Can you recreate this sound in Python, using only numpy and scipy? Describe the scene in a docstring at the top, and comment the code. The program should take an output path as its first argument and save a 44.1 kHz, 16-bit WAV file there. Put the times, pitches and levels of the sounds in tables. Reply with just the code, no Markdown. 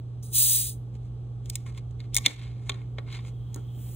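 """A plastic soda bottle on a table in a small room, close to a stereo pair of microphones.
Over a mains hum, the seal gives with a brief note and gas rushes out under the cap for half a second.
The cap rubs round its thread, its safety ring snaps, and it knocks over the last turns, jolting the
bottle against the table. As the cap is lifted off, bursting bubbles swell into a fizz."""
import sys
import numpy as np
from scipy import signal
from scipy.fft import rfft, irfft
from scipy.io import wavfile

SR = 44100
rng = np.random.default_rng(int(sys.argv[2]) if len(sys.argv) > 2 else 0)


def digitize_waveform(pressure):
    """Quantize a signal to 16-bit integers and store it at the path in sys.argv[1].

    Rows of a 2-D input are taken as channels; values are limited to [-1, 1].
    """
    field = np.atleast_2d(pressure).T
    bounded = np.clip(field, -1, 1)
    quanta = np.round(bounded * 32767).astype(np.int16)
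    wavfile.write(sys.argv[1], SR, quanta)


N = 174195
T = np.arange(N) / SR


# hiss of the gas passing the seal, close up: (time [s], level [dB])
GAS_FLOW = [(.226, -99), (.23, -48.5), (.265, -48.5), (.3, -54), (.318, -47), (.335, -31.5), (.355, -21.5),
            (.385, -19), (.43, -18.5), (.45, -20.5), (.56, -21), (.62, -26.5), (.69, -33), (.725, -42.5),
            (.76, -60), (.8, -83), (.85, -100)]
# broad colour of the jet: (frequency [Hz], relative density [dB])
JET_SPECTRUM = [(500, -46), (1500, -33.5), (2100, -25), (3000, -17.5), (5400, -15), (7800, -3), (11000, 0),
                (14500, 2), (15650, 3.5), (16000, -31.5)]
# resonances of the gap under the cap: (frequency [Hz], width [Hz], boost [dB])
GAP_RESONANCES = [(3420, 680, 5), (3850, 480, 8.5), (4850, 400, 11.5), (6250, 600, 8.5), (7850, 280, 2),
                  (9480, 250, 5.5)]

def gas_escape():
    """The seal sings as it gives, then a turbulent jet tears droplets through the gap, dead centre."""
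    droplets = rms_one(grains(per_s=1800, spread_db=1.5))
    turbulence = stereo_noise([(1000, 1)]) + from_db(-6.5) * droplets  # alike at both microphones
    jet = rms_one(colour(turbulence, JET_SPECTRUM, GAP_RESONANCES))
    low = signal.sosfiltfilt(butter(4, 3000), jet)
    top = signal.sosfiltfilt(butter(4, 11500, "high"), jet)
    flow, rush = level(GAS_FLOW), 0
    # a stronger jet is fuller and brighter; each band flutters on its own
    for band, extra_db_per_db in [(low, .05), (jet - low - top, 0), (top, .22)]:
        gain = flow * (flow / flow.max()) ** extra_db_per_db
        rush += band * gain * from_db(.75 * flutter(up_to_hz=170))
    t = T - GAS_FLOW[0][0]
    seal_note = rms_one(resonate(turbulence, hz=6150, width_hz=600))
    seep = from_db(-51.5) * seal_note * np.exp(-np.abs(t) / .01)
    return (rush + seep) * (t > 0)


# modes of cap and bottle: (frequency [Hz], relative level [dB], time to fall 60 dB [s])
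PLASTIC_MODES = [(1112, -4.5, 0.03), (1880, -12.5, 0.051), (2193, -3.5, .036), (2278, -0.5, 0.016),
                 (3303, 0, 0.02), (3597, 3.5, .02), (3962, -2.5, 0.027), (4310, -10, 0.0056),
                 (6600, 7, .014), (6850, 10, 0.0047), (8050, 0, 0.018), (8940, -2.5, .014),
                 (11500, -6, 0.0013), (15300, 3, .005)]

def cap_response(force, crack_db, gap_hz):
    """A force makes the plastic ring and crack; gives body, middle and treble, each at unit rms."""
    ringing = 0
    for hz, db, t60 in PLASTIC_MODES:
        gap_db = 1.5 * np.exp(-((hz - gap_hz) / 260) ** 2)  # the air gap lifts modes near its pitch
        radius, angle = from_db(-60 / (t60 * SR)), 2 * np.pi * hz / SR
        real = radius * np.cos(angle)
        mode = signal.lfilter([1, -real], [1, -2 * real, radius ** 2], force + 1e-18)
        ringing += from_db(db + gap_db) * mode
    ringing = rms_one(ringing)
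    crack = from_db(crack_db) * signal.sosfilt(butter(1, 1300, "high"), rms_one(force))
    low_hz, high_hz = 1620, 5240  # roughly where the bands part
    body = signal.sosfilt(butter(4, [250, low_hz], "band"), ringing + from_db(-8.5) * crack)  # hollow
    middle = signal.sosfilt(butter(4, [low_hz * 1.253, high_hz * .87], "band"), ringing + crack)
    treble = signal.sosfilt(butter(4, [high_hz * .94, 15500], "band"), ringing + crack)
    return np.array([rms_one(band) for band in (body, middle, treble)])


# snaps of the safety ring and knocks of the cap, at relative levels:
# (time [s], body [dB], middle [dB], treble [dB], contact decay [s])
CAP_CONTACTS = [(1.458, -77, -52, -49, 0.00058), (1.499, -77, -38, -27.5, 0.00068),
                (1.555, -56, -34, -23.5, 0.00094), (1.661, -60, -58, -62, .0012),
                (1.747, -73, -54, -63, 0.0009), (1.777, -57, -47.5, -50, 0.0005),
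                (2.003, -61, -43.5, -61, 0.0005), (2.145, -71, -43, -19, .0009),
                (2.153, -44, -32, -23, .0009), (2.1652, -42, -19, -12, 0.00094),
                (2.1728, -45, -33, -17.5, 0.0011), (2.1822, -36.5, -29, -24.5, .0013),
                (2.2603, -27, -9, -15.5, 0.0014), (2.28, -45, -35, -41, 0.0017),
                (2.393, -58, -49.5, -58, 0.00082), (2.6939, -29.5, -22, -28.5, .0018),
                (2.7179, -59, -38, -58, 0.0015), (2.741, -50, -47.5, -59, 0.0022),
                (2.9837, -32.5, -36, -67, 0.00099), (2.815, -54, -57.5, -69, 0.0014),
                (3.126, -56, -42.5, -50, .001), (3.19, -47.5, -45, -72, 0.0016),
                (3.249, -49, -51.5, -65, 0.00089), (3.544, -59.5, -52, -35.5, 0.00095),
                (3.5598, -45.5, -71, -43, .0009)]
# note of the air gap under the rising cap: (time [s], pitch [Hz])
GAP_PITCH = [(1.5, 3400), (2.17, 3500), (2.26, 4130), (2.695, 3630), (2.985, 3210), (3.56, 3250)]

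def snaps_and_knocks():
    """Brief rough contacts set the cap ringing; a longer one starts more gently and is duller."""
    out, t = np.zeros(N + SR), T[:SR // 5]
    gain = from_db(-3) * np.sqrt(.0033 / t[-1])  # energy counted over 3.3 ms
    for at, *band_db, decay in CAP_CONTACTS:
        fall = np.exp(-t / decay)
        force = rng.standard_normal(len(t)) * fall * (1 - fall)
        force = signal.sosfilt(butter(2, min(16 / decay, 19000)), force)
        crack_db = -4 - 7 * np.log2(decay / .001)  # shorter contacts crack more and ring less
        bands = cap_response(force, crack_db, gap_hz=np.interp(at, *np.transpose(GAP_PITCH)))
        start = int(at * SR)
        out[start:start + len(t)] += from_db(band_db) @ bands
    return gain * out[:N]


# cap and fingers rubbing: (peak time [s], swell [s], fade [s], body [dB], middle [dB], treble [dB])
TWISTS = [(0.954, .012, 0.01, -72, -64.5, -65.5), (1.055, .025, 0.019, -86, -73.5, -72.5),
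          (1.459, .012, 0.022, -76.5, -66.5, -66), (1.498, 0.0018, 0.0022, -70, -53, -36),
          (1.535, .025, 0.058, -86, -62, -58.5), (1.667, .005, 0.033, -54, -56, -58),
          (1.781, .014, 0.01, -58.5, -53, -58.5), (1.912, .004, 0.0033, -75, -66.5, -66),
          (2.007, .009, 0.0072, -59, -55, -65), (2.042, .014, 0.019, -70, -65.5, -75),
          (2.141, .006, 0.016, -61.5, -48, -57.5), (2.21, .03, 0.052, -69.5, -66, -55.5),
          (2.2606, .007, 0.0044, -42.5, -27.5, -43), (2.299, .03, 0.031, -55, -51.5, -51.5),
          (2.421, .05, 0.081, -59.5, -55, -67), (2.69, .05, 0.035, -62, -64.5, -64),
          (2.696, 0.0023, 0.0028, -51, -33, -53), (2.754, .03, 0.076, -62, -66, -75.5),
          (2.985, 0.0058, 0.012, -53.5, -55, -70), (3.086, .012, 0.012, -57, -62, -80.5),
          (3.147, .03, 0.033, -51, -45.5, -56.5), (3.28, .025, 0.015, -62.5, -57.5, -58),
          (3.553, .02, 0.05, -66, -66.5, -62.5)]
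# colour of the rubbing force: (frequency [Hz], relative density [dB])
FRICTION_SPECTRUM = [(300, 5.5), (420, 9.5), (600, -3.5), (850, -1.5), (1500, -2.5), (2300, 2.5),
                     (3500, -1), (5000, 0.5), (7700, 1.5), (10000, -5), (12500, -9), (15600, -12.5),
                     (16000, -31.5)]

def thread_rubbing():
    """Dense slips of plastic on plastic swell and fade with every twist."""
    strength = 0
    for peak, swell, fade, *band_db in TWISTS:
        envelope = np.exp(-np.abs((T - peak) / np.where(T < peak, swell, fade)) ** 1.1)
        strength += np.outer(from_db(band_db), envelope)
    slips = colour(grains(per_s=1800, spread_db=2), FRICTION_SPECTRUM)
    return (strength * cap_response(slips, crack_db=7.5, gap_hz=3240)).sum(axis=0)


# the bottle jolts against the table: (time [s], lower tone's pitch [Hz], its level [dB])
JOLTS = [(2.263, 298.4, -34.5), (2.696, 403, -39.5), (2.986, 410, -43.5), (3.56, 292, -38)]
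# the tabletop under the bottle: (frequency [Hz], relative density [dB])
TABLETOP_SPECTRUM = [(120, -21), (230, 2.5), (450, 2.5), (600, -10.5), (850, -8.5), (1400, -11.5),
                     (2500, -36)]

def bottle_thuds():
    """The full bottle answers a jolt with two low, damped tones, and the table with a dull rattle."""
    rattle = from_db(-4.5) * rms_one(colour(rng.standard_normal(N), TABLETOP_SPECTRUM))
    out = 0
    for at, hz, db in JOLTS:
        t = np.maximum(T - at, 0)
        phase = 2 * np.pi * hz * t
        tones = np.sin(phase) + from_db(-12) * np.sin(1.2 * phase)
        out += from_db(db) * (t > 0) * (tones * die_away(t, t60=.11) + rattle * die_away(t, t60=.13))
    return out


# foam rising in the open bottle: (time [s], level [dB])
FOAM_LEVEL = [(2.3, -100), (3.1, -83.5), (3.5, -76), (3.7, -71.5), (3.82, -54.5), (3.95, -52)]
# colour of the bursting bubbles: (frequency [Hz], relative density [dB])
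FOAM_SPECTRUM = [(1200, -14.5), (2700, -8.5), (4000, -10.5), (6000, -7), (7700, -2), (9000, -4.5),
                 (13000, 0), (15600, 4.5), (16000, -26)]
# ringing at the open neck: (time [s], level [dB])
NECK_LEVEL = [(2.9, -83.5), (3.25, -72.5), (3.5, -70), (3.75, -66.5), (3.95, -75)]

def fizz():
    """Countless small bubbles burst, and the air in the neck rings with them."""
    bursts = grains(per_s=9000, spread_db=2.5)
    foam = rms_one(colour(bursts, FOAM_SPECTRUM))
    neck = rms_one(resonate(bursts, hz=3240, width_hz=210))
    return level(FOAM_LEVEL) * foam + level(NECK_LEVEL) * neck


# off table and backdrop, near the bottle: (frequency [Hz], level against the direct sound [dB])
NEAR_REFLECTIONS = [(400, -5.5), (1500, -4), (3500, -8), (8000, -11.5), (15000, -13.5)]
# off the walls, farther away: (frequency [Hz], level against the direct sound [dB])
WALL_REVERB = [(300, -2), (1000, -7.5), (3000, -20), (8000, -28), (15000, -27)]

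def room(direct):
    """The direct sound reaches the microphones first, then quick reflections and a faint tail."""
    t, echo = T[:SR // 2], 0
    for spectrum, t60 in [(NEAR_REFLECTIONS, .02), (WALL_REVERB, .42)]:
        reflections = rng.standard_normal((2, len(t))) * die_away(t, t60) * (t > .001)
        echo += colour(rms_one(reflections), spectrum)
    echo *= (1 - t / t[-1]) / np.sqrt(len(t))
    return direct + signal.fftconvolve(direct, echo, axes=1)[:, :N]


# hum in the room, midway between the microphones: (frequency [Hz], rms level [dB])
HUM_TONES = [(59.6, -50.5), (101.5, -54.5), (120.05, -36), (180, -63), (288, -66), (360, -70.5),
             (440, -67.5)]
# air of the room: (frequency [Hz], relative density [dB])
AIR_SPECTRUM = [(20, -23), (40, -11), (55, 6), (75, 4), (110, -4.5), (170, -5.5), (300, -13.5), (440, -16),
                (620, -24), (800, -20), (960, -31.5), (1130, -26.5), (1800, -44), (3200, -40.5),
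                (5000, -44), (9000, -52.5), (15600, -58), (16000, -71.5)]
# how alike the air is at the two microphones: (frequency [Hz], likeness [0-1])
AIR_COHERENCE = [(150, 0.84), (350, 1), (700, 0), (3000, .25), (5000, 1), (15000, 1)]
# hum and air dip briefly, twice: (time [s], gain [dB])
ROOM_TONE_DIPS = [(.38, -0.5), (.46, -2), (.68, -2), (.8, -0.5), (2.255, 0), (2.28, -8), (2.355, -8),
                  (2.42, -0.5), (2.55, 0)]

def room_tone():
    """Mains hum, a little louder at the right microphone, over the low rush of the room."""
    hum = sum(from_db(db) * np.sin(2 * np.pi * (hz * T + rng.random())) for hz, db in HUM_TONES)
    stereo_hum = np.sqrt(2) * hum * from_db([[-1], [1.02]])
    air = from_db(-45) * rms_one(colour(stereo_noise(AIR_COHERENCE), AIR_SPECTRUM))
    return (stereo_hum + air) * level(ROOM_TONE_DIPS)


def from_db(db):
    """Decibels to gain."""
    return 10 ** (np.asarray(db) / 20)


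def rms_one(x):
    """Scale to unit rms."""
    return x / np.sqrt(np.mean(x ** 2) + 1e-20)


def level(rows):
    """Gain over time from (time [s], level [dB]) rows."""
    return from_db(np.interp(T, *np.transpose(rows)))


def die_away(t, t60):
    """A fall of 60 dB every t60 seconds."""
    return from_db(-60 * t / t60)


def butter(order, hz, kind="low"):
    """Butterworth filter sections."""
    return signal.butter(order, hz, kind, fs=SR, output="sos")


def resonate(x, hz, width_hz):
    """Pass a signal through one resonance."""
    return signal.lfilter(*signal.iirpeak(hz, hz / width_hz, fs=SR), x)


def at_hz(rows, hz):
    """Read (frequency [Hz], value) rows on a log-frequency axis."""
    row_hz, values = np.transpose(rows)
    return np.interp(np.log(hz + 1), np.log(row_hz), values)


def colour(x, spectrum, peaks=()):
    """Give a signal a broad spectrum with resonant peaks on top."""
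    hz = np.fft.rfftfreq(x.shape[-1], 1 / SR)
    peaks_db = sum(boost / (1 + (2 * (hz - centre) / width) ** 2) for centre, width, boost in peaks)
    return irfft(rfft(x) * from_db(at_hz(spectrum, hz) + peaks_db), x.shape[-1])


def stereo_noise(likeness):
    """White noise in two channels, as alike as the (frequency [Hz], likeness [0-1]) rows say."""
    alike = np.clip(at_hz(likeness, np.fft.rfftfreq(N, 1 / SR)), 0, 1)
    mid, side = rfft(rng.standard_normal((2, N)))
    return irfft(np.sqrt(1 + alike) * mid + np.sqrt(1 - alike) * side * [[1], [-1]], N)


def flutter(up_to_hz):
    """Random wavering with unit spread."""
    return rms_one(signal.sosfilt(butter(2, up_to_hz), rng.standard_normal(N)))


def grains(per_s, spread_db):
    """Random tiny clicks of uneven size."""
    size = from_db(spread_db * np.minimum(rng.exponential(1, N), 5))
    return size * rng.choice([-1, 1], N) * (rng.random(N) < per_s / SR)


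def scene():
    """The bottle close up, with the room behind it."""
    bottle = gas_escape() + snaps_and_knocks() + bottle_thuds() + thread_rubbing() + fizz()
    return room(bottle) + room_tone()


def record(dry):
    """The recorder delays the right channel's treble above about 4100 Hz; the very top is cut."""
    hz = np.fft.rfftfreq(N, 1 / SR)
    lag_s = .00012 * .5 * (1 + np.tanh((hz - 4100) / (2 * 360)))
    right = irfft(rfft(dry[1]) * np.exp(-2j * np.pi * hz * lag_s), N)
    return signal.sosfilt(signal.cheby2(16, 60, 16600 + 500, fs=SR, output="sos"), [dry[0], right])


dry = scene()
out = record(dry)
digitize_waveform(out)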